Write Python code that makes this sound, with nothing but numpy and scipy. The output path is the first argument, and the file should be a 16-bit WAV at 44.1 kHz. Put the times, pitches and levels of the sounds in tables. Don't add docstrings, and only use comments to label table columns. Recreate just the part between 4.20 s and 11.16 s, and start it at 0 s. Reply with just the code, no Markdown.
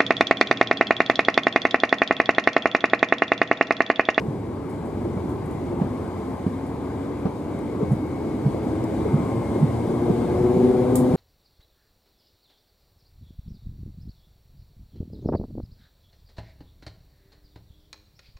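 import sys
import numpy as np
from scipy import signal
from scipy.fft import rfft, irfft, next_fast_len
from scipy.io import wavfile
from scipy.ndimage import uniform_filter1d, map_coordinates

SR = 44100
rng = np.random.default_rng(int(sys.argv[2]) if len(sys.argv) > 2 else 0)


def waveform_to_disk(signal):
    frames = np.transpose(np.atleast_2d(signal))
    scaled = np.clip(frames, -1, 1) * 32767
    samples = np.round(scaled).astype(np.int16)
    wavfile.write(sys.argv[1], SR, samples)


def invert_db(x):
    u = np.asarray(x, float) / 20
    return 10 ** u


N = 306936


def unit(x):
    return x / np.sqrt(np.mean(np.abs(x) ** 2) + 1e-20)


def along(points, hz):
    f, value = np.transpose(points)
    return np.interp(np.log(hz + 1), np.log(f + 1), value)


def curves(rows):
    s, *columns = np.transpose(rows)
    return [np.interp(np.arange(N) / SR, s, column) for column in columns]


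def wobble(rate):
    knots = rng.standard_normal(int(N * rate / SR) + 4)
    return map_coordinates(knots, [np.arange(N) * rate / SR])


def filtered(x, response):
    m = next_fast_len(N + 8192)
    spectrum = rfft(x, m) * response(np.fft.rfftfreq(m, 1 / SR))
    return irfft(spectrum, m)[..., :N]


def colour(spectrum):
    closed = [(spectrum[0][0] / 2, -120), *spectrum, (spectrum[-1][0] * 2, -120)]
    return lambda hz: invert_db(along(closed, hz))


def rush(response, patchy_db):
    z = signal.stft(rng.standard_normal((2, N)), nperseg=1024)[2]
    field = uniform_filter1d(rng.standard_normal(z.shape[1:]), size=5, axis=0)
    field = uniform_filter1d(field, size=6, axis=1)
    pair = signal.istft(z * invert_db(patchy_db * unit(field)), nperseg=1024)[1][:, :N]
    return unit(filtered(pair, response))


def singing(modes, swell_db):
    def peak(centre, width):
        return lambda f: (1j * f * width / (centre ** 2 - f * f + 1j * f * width)) ** 2

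    total = np.zeros((2, N))
    for centre, width, db in modes:
        total += invert_db(db + swell_db * wobble(2.86)) * rush(peak(centre, width), patchy_db=3.0)
    return total


# freq_hz, density_db (per Hz)
RUMBLE_COLOUR = [(18, -48), (30, -17), (86, 1.5), (166, -3), (264, -0.5), (362, -3.5), (559, -14),
                 (700, -19), (910, -17), (1540, -120)]
ROAR_COLOUR = [(320, -20), (550, -4.5), (1060, -6), (1380, -17.5), (1600, -17), (1770, -23.5), (2200, -22),
               (2600, -30), (3200, -34), (4160, -44), (7040, -120)]
HISS_COLOUR = [(2300, -17), (2900, 1.5), (3800, 3.5), (4800, -0.5), (5800, -4), (7000, -1.5), (8600, 0.5),
               (10500, -3.5), (12500, -8.5), (14000, -10.5), (15200, -17), (15700, -33)]
# centre_hz, width_hz, level_db (above the rumble or roar)
RAIL_MODES = [(289, 31, -17), (357.2, 50, -17.5), (433.4, 34, -16)]
WHEEL_MODES = [(1077, 35, -20.5), (2118, 460, -18.5), (4700, 240, -33)]
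# time_s, strength_db, bogie_db
ROLLING_STRENGTH = [(0, 1.5, -1.5), (.35, -1, 0), (1, 2.5, -1.5), (1.7, 1, .5), (2.1, .5, 1.5),
                    (2.55, 0, 1), (3.08, 0, 1.3), (3.35, 1.5, 0), (3.9, 2, 0), (4.8, 4.5, 0.5),
                    (5.2, 4.5, 0.5), (5.5, 4.5, 0.5), (6.3, 6, 0.5), (6.55, 5.5, 1), (6.96, 6, 1.5)]
RUMBLE_DB, ROAR_DB, HISS_DB = -30, -41.5, -59.5
RUMBLE_GROWS, ROAR_GROWS, HISS_GROWS = 0.99, 0.66, 1.22


def rolling():
    strength_db, bogie_db = curves(ROLLING_STRENGTH)
    axles = wobble(3.797)
    rumble = rush(colour(RUMBLE_COLOUR), patchy_db=.5) + singing(RAIL_MODES, swell_db=1.5)
    roar = rush(colour(ROAR_COLOUR), patchy_db=1.37) + singing(WHEEL_MODES, swell_db=-0.5)
    hiss = rush(colour(HISS_COLOUR), patchy_db=1.2)
    rumble_db = RUMBLE_DB + RUMBLE_GROWS * strength_db + 0.4 * axles
    roar_db = ROAR_DB + ROAR_GROWS * strength_db + bogie_db + 0.48 * axles
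    hiss_db = HISS_DB + HISS_GROWS * (strength_db + 0.96 * bogie_db) + 0.42 * wobble(13)
    return invert_db(rumble_db) * rumble + invert_db(roar_db) * roar + invert_db(hiss_db) * hiss


# crest_s, peak_db, pitch_hz, length_ms,
# looseness_db
TIGHT_JOINT = [(0.97, -18, 149, 6.5, 3), (1.6179, -10.5, 192, 9.3, 3.5), (1.658, -21, 230, 6.4, -15),
               (2.2667, -11.5, 189, 7.1, -1), (3.0563, -9, 190, 3.7, 6.5), (3.067, -15, 230, 4.6, -2),
               (3.63, -13.5, 186, 10, 2.5), (4.3469, -15, 314, 1.9, 3), (5.004, -15, 173, 7.1, -4),
               (5.9043, -9, 193, 9.5, -6), (6.371, -12.5, 188, 11, -7), (6.939, -7.5, 174, 4.6, -1)]
REBOUND_S, REBOUND_DB, REBOUND_PITCH = 0.01146, -19, 1.3
# crest_s, peak_db, pitch_hz
DIPPED_JOINT = [
    (.089, -23, 142),
    (3.72, -12, 136),
    (4.266, -12, 138),
    (4.945, -11.5, 144.4),
    (5.432, -9, 153),
]
DIP_MS, SLEEPER_PITCH, SLEEPER_DB = 26.8, 1.48, -6
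# crest_s, peak_db, pitch_hz, length_ms
JOLTED_GEAR = [
    (.858, -21, 343, 21),
    (1.525, -25, 349, 30),
    (1.602, -26, 790, 7),
    (3.617, -21, 429, 27),
    (4.469, -19, 228, 10),
    (4.86, -18, 434, 13.5),
    (5.361, -18, 376, 9.3),
    (5.822, -31, 594, 6),
    (5.884, -25, 593, 7),
    (5.9, -21.5, 420, 27),
]
TIGHT_CLANK_DB, DIP_CLANK_DB, JOLT_CLANK_DB = -20.5, -22, -14


def blows():
    every = []
    for s, db, hz, ms, loose_db in TIGHT_JOINT:
        every.append((s, db, hz, ms, db + TIGHT_CLANK_DB + loose_db))
        every.append((s + REBOUND_S, db + REBOUND_DB, hz * REBOUND_PITCH, ms, -120))
    for s, db, hz in DIPPED_JOINT:
        every.append((s, db, hz, DIP_MS, db + DIP_CLANK_DB))
        every.append((s, db + SLEEPER_DB, hz * SLEEPER_PITCH, DIP_MS, -120))
    for s, db, hz, ms in JOLTED_GEAR:
        every.append((s, db, hz, ms, db + JOLT_CLANK_DB))
    return every


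# freq_hz, density_db
CLANK_COLOUR = [(200, -18), (400, 10.5), (900, -4.5), (1500, -19), (3000, -33), (6000, -37)]


def joints():
    push, rattle = np.zeros(N + SR), np.zeros(N + SR)
    lead_in = SR // 20
    t = np.arange(-lead_in, SR // 5) / SR
    for s, db, hz, ms, clank_db in blows():
        at = slice(round(s * SR), round(s * SR) + len(t))
        half = np.where(t < 0, .4, .6) * ms / 1000
        swell = np.exp(-np.log(2) * np.abs(t / half) ** 3)
        ring = invert_db(-15 - 60 * t / .18) * (t > 0) * (1 - swell)
        phase = np.pi + rng.normal(0, 0.23)
        push[at] += invert_db(db) * (swell + ring) * np.cos(2 * np.pi * hz * t + phase)
        rattle[at] += invert_db(clank_db) * np.where(t < 0, swell, invert_db(-60 * t / 0.16))
    push, rattle = push[lead_in:][:N], rattle[lead_in:][:N]
    late = np.roll(push, 90)
    return np.array([push, late]) + rattle * rush(colour(CLANK_COLOUR), patchy_db=3.5)


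# time_s, nearness_db
MOTOR_NEARNESS = [(0, -29), (1.25, -22), (1.6, -16.5), (2.0, -22), (3.4, -12.5), (4.2, -16.5),
                  (4.65, -10.5), (5.45, -9), (5.75, -6.5), (5.9, -3), (6.08, -5.5), (6.3, -1), (6.6, -0.5),
                  (6.96, -3)]
# order, level_db (when near), growth_db (per dB of nearness)
LOW_ORDERS = [(1, -31, 1.1), (2, -30, 1.6), (3, -32, .8), (4, -33, 1.25)]
# order, level_db, share (of the fourth order's swell that they follow)
HIGH_ORDERS = [(5, -45, .5), (6, -46, .9), (7, -49, .8), (5.82, -49, .9), (6.2, -50, .9), (4.72, -52, .8)]
# centre_hz, width_hz, lift_db
FRAME_MODES = [(114.4, 15.6, 4.5), (230, 3.4, 6.5), (236.8, 5.4, 2.5), (246, 1.84, 8.5), (252, 4.5, 9.5),
               (270, 10, 7.5), (283.3, 11.5, 5.5), (302, 11, 6), (320.2, 12.5, 7.5), (353, 5.4, 5.5),
               (363, 3, 9), (368.6, 3.3, 8.5), (372.4, 2.4, 8.5), (504, 110, 1)]
TEETH_AT_START, TEETH_GAINED = 70, 8.2
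TEETH_SAG = 1.3


def gears():
    t, (near_db,) = np.arange(N) / SR, curves(MOTOR_NEARNESS)
    rate = TEETH_AT_START + TEETH_GAINED * t - TEETH_SAG * np.exp(-((t - 4.6) / .4) ** 2)
    turn = 2 * np.pi * np.cumsum(rate) / SR
    shaft = turn / 6.1

    def frame(hz):
        return 0.56 + sum(invert_db(db) / (1 + (2 * (hz - c) / w) ** 2) for c, w, db in FRAME_MODES)

    levels = [db + grows * near_db for _, db, grows in LOW_ORDERS]
    orders = list(enumerate(levels, 1))
    orders += [(k, db + share * (levels[-1] + 43.0)) for k, db, share in HIGH_ORDERS]
    hum = np.zeros((2, N))
    for k, db in orders:
        start = rng.uniform(0, 2 * np.pi, (2, 1))
        beat = 1 + 0.37 * np.exp(1j * (shaft + start[0] + .5 * wobble(2.85)))
        worn = invert_db(1.8 * wobble(11)) * np.exp(.2j * np.sqrt(k) * (wobble(9) + wobble(30)))
        tone = np.real(beat * worn * np.exp(1j * (k * turn + start)))
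        hum += np.sqrt(2) * invert_db(db) * frame(k * rate) * tone
    return hum


# crest_s, length_s, pitch_hz, level_db
PASSING_SONGS = [(1.15, .12, 1040, -50), (1.55, .25, 350, -38), (2.05, .35, 352, -41), (2.1, .5, 1048, -48),
                 (2.93, .25, 365, -37), (3.6, .25, 362, -40), (4.8, .3, 430, -38), (5.1, .4, 1056, -47),
                 (5.72, .25, 369, -33), (6.46, .22, 389, -27), (6.72, .1, 388, -28), (6.87, .1, 305, -28),
                 (6.88, .14, 360, -28), (3.9, 1.1, 2200, -60), (5.35, 1.1, 2140, -57),
                 (6.762, .02, 1200, -36), (4.641, .003, 5200, -45), (4.642, .003, 6900, -49)]
SHAKE_HZ = 1300


def songs():
    t, tone = np.arange(N) / SR, np.zeros((2, N))
    for s, length, hz, db in PASSING_SONGS:
        swell = np.exp(-np.log(2) * (2 * (t - s) / length) ** 2)
        blur = (hz / SHAKE_HZ) ** 2 * 0.52 * wobble(70)
        shake = 0.65 * wobble(18) + blur + rng.uniform(0, 2 * np.pi, (2, 1))
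        level = np.sqrt(2) * invert_db(db + 2.7 * wobble(22))
        tone += level * swell * np.cos(2 * np.pi * hz * t + shake)
    return tone


# start_s, peak_db, rise_ms, t60_s
AIR_PUFFS = [(.486, -53, 10, 0.33), (.65, -57, 8, .2), (.84, -61, 9.2, .2), (1.087, -54, 6, 0.26),
             (1.254, -52, 2.7, .1), (1.3, -54, 8.8, .2), (2.46, -54, 5, 0.13), (2.78, -64, 5, .1),
             (3.389, -48, .4, .02), (3.68, -61, 8, .2), (3.717, -51, 2, .2), (4.639, -46, 0.45, 0.037),
             (4.936, -52, 3, .1), (6.752, -28, 4.5, 0.22)]
# freq_hz, density_db
JET_COLOUR = [(1000, -27), (2200, -23), (3700, -8.5), (4900, -9.5), (5900, -11.5), (7100, -1.5), (9700, 8),
              (11500, -3), (13400, -5), (15600, -15)]


def valves():
    flow, t = np.zeros(N + SR), np.arange(SR // 2) / SR
    for s, db, rise_ms, t60 in AIR_PUFFS:
        rise = rise_ms / 1000
        opening = np.clip(t / rise, 0, 1) ** 2
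        spit = 1 + 1.4 * invert_db(.6 * (db + 24.5)) * invert_db(-60 * np.abs(t - rise) / 0.036)
        flow[round(s * SR):][:len(t)] += invert_db(db - 60 * t / t60) * opening * spit
    return flow[:N] * rush(colour(JET_COLOUR), patchy_db=-1.5)


# time_s, centre_hz, level_db
PIPE_LEAK = [
    (0, 7800, -85),
    (3.3, 7860, -78),
    (4.4, 7900, -76),
    (5.1, 8200, -63),
    (5.8, 8900, -65),
    (6.4, 9250, -65),
    (6.96, 9000, -61),
]


def leak():
    hz, t, z = signal.stft(rng.standard_normal((2, N)), SR, nperseg=512)
    s, centre, _ = np.transpose(PIPE_LEAK)
    band = np.exp(-.5 * ((hz[:, None] - np.interp(t, s, centre)) / 450) ** 2)
    hiss = signal.istft(z * band, SR, nperseg=512)[1][:, :N]
    return invert_db(curves(PIPE_LEAK)[1]) * unit(hiss)


# freq_hz, likeness (0-1)
TRAIN_ALIKE = [(35, .72), (70, .96), (140, .98), (300, .91), (700, .82), (2000, .78), (3200, .62),
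               (5400, .13), (6800, .4), (9000, .44), (12300, .06), (15000, .2)]
JET_ALIKE = [(2000, .6), (5500, .45), (7000, .7), (9000, .88), (11000, .82), (12000, .52), (15000, .5)]
# freq_hz, difference_db
LEFT_LOUDER = [(60, -1), (200, -2), (380, -0.5), (700, 1.5), (1290, 4.5), (2380, 2.5), (4400, 1.5),
               (5800, 5), (7200, -0.5), (9500, 0), (12200, -4), (15000, -3)]
# freq_hz, lead_rad
LEFT_LEADS = [(0, 0), (520, .6), (1720, .55), (3190, .9), (4000, 1.4), (5000, 1.7), (6200, .5), (7000, .9),
              (8600, 2.4), (11000, 2.9), (13000, 4.4), (15500, 6.2)]


def ports(pair, alike, lean_db):
    def spread(hz):
        angle = np.arccos(np.clip(along(alike, hz), -1, 1)) / 2
        return np.array([np.cos(angle), np.sin(angle)])

    def sides(hz):
        f, lead = np.transpose(LEFT_LEADS)
        left = invert_db((along(LEFT_LOUDER, hz) + lean_db) / 2) * np.exp(.5j * np.interp(hz, f, lead))
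        return np.array([left, 1 / left])

    direct, scattered = filtered(pair, spread)
    return filtered(np.array([direct + scattered, direct - scattered]), sides)


def scene():
    wheels = ports(rolling() + joints(), TRAIN_ALIKE, lean_db=1.14)
    motor = ports(gears() + songs(), TRAIN_ALIKE, lean_db=1.4)
    air = ports(valves(), JET_ALIKE, lean_db=-1.0) + ports(leak(), TRAIN_ALIKE, lean_db=2.0)
    return wheels + motor + air


def band_limit(x):
    return signal.sosfilt(signal.butter(12, 15950, fs=SR, output="sos"), x)


def record(dry):
    passed = lambda hz: (hz < 15680) * (1j * hz / (38 + 1j * hz)) ** 2
    mix = filtered(dry, passed)
    return band_limit(mix)


dry = scene()
out = record(dry)
waveform_to_disk(out)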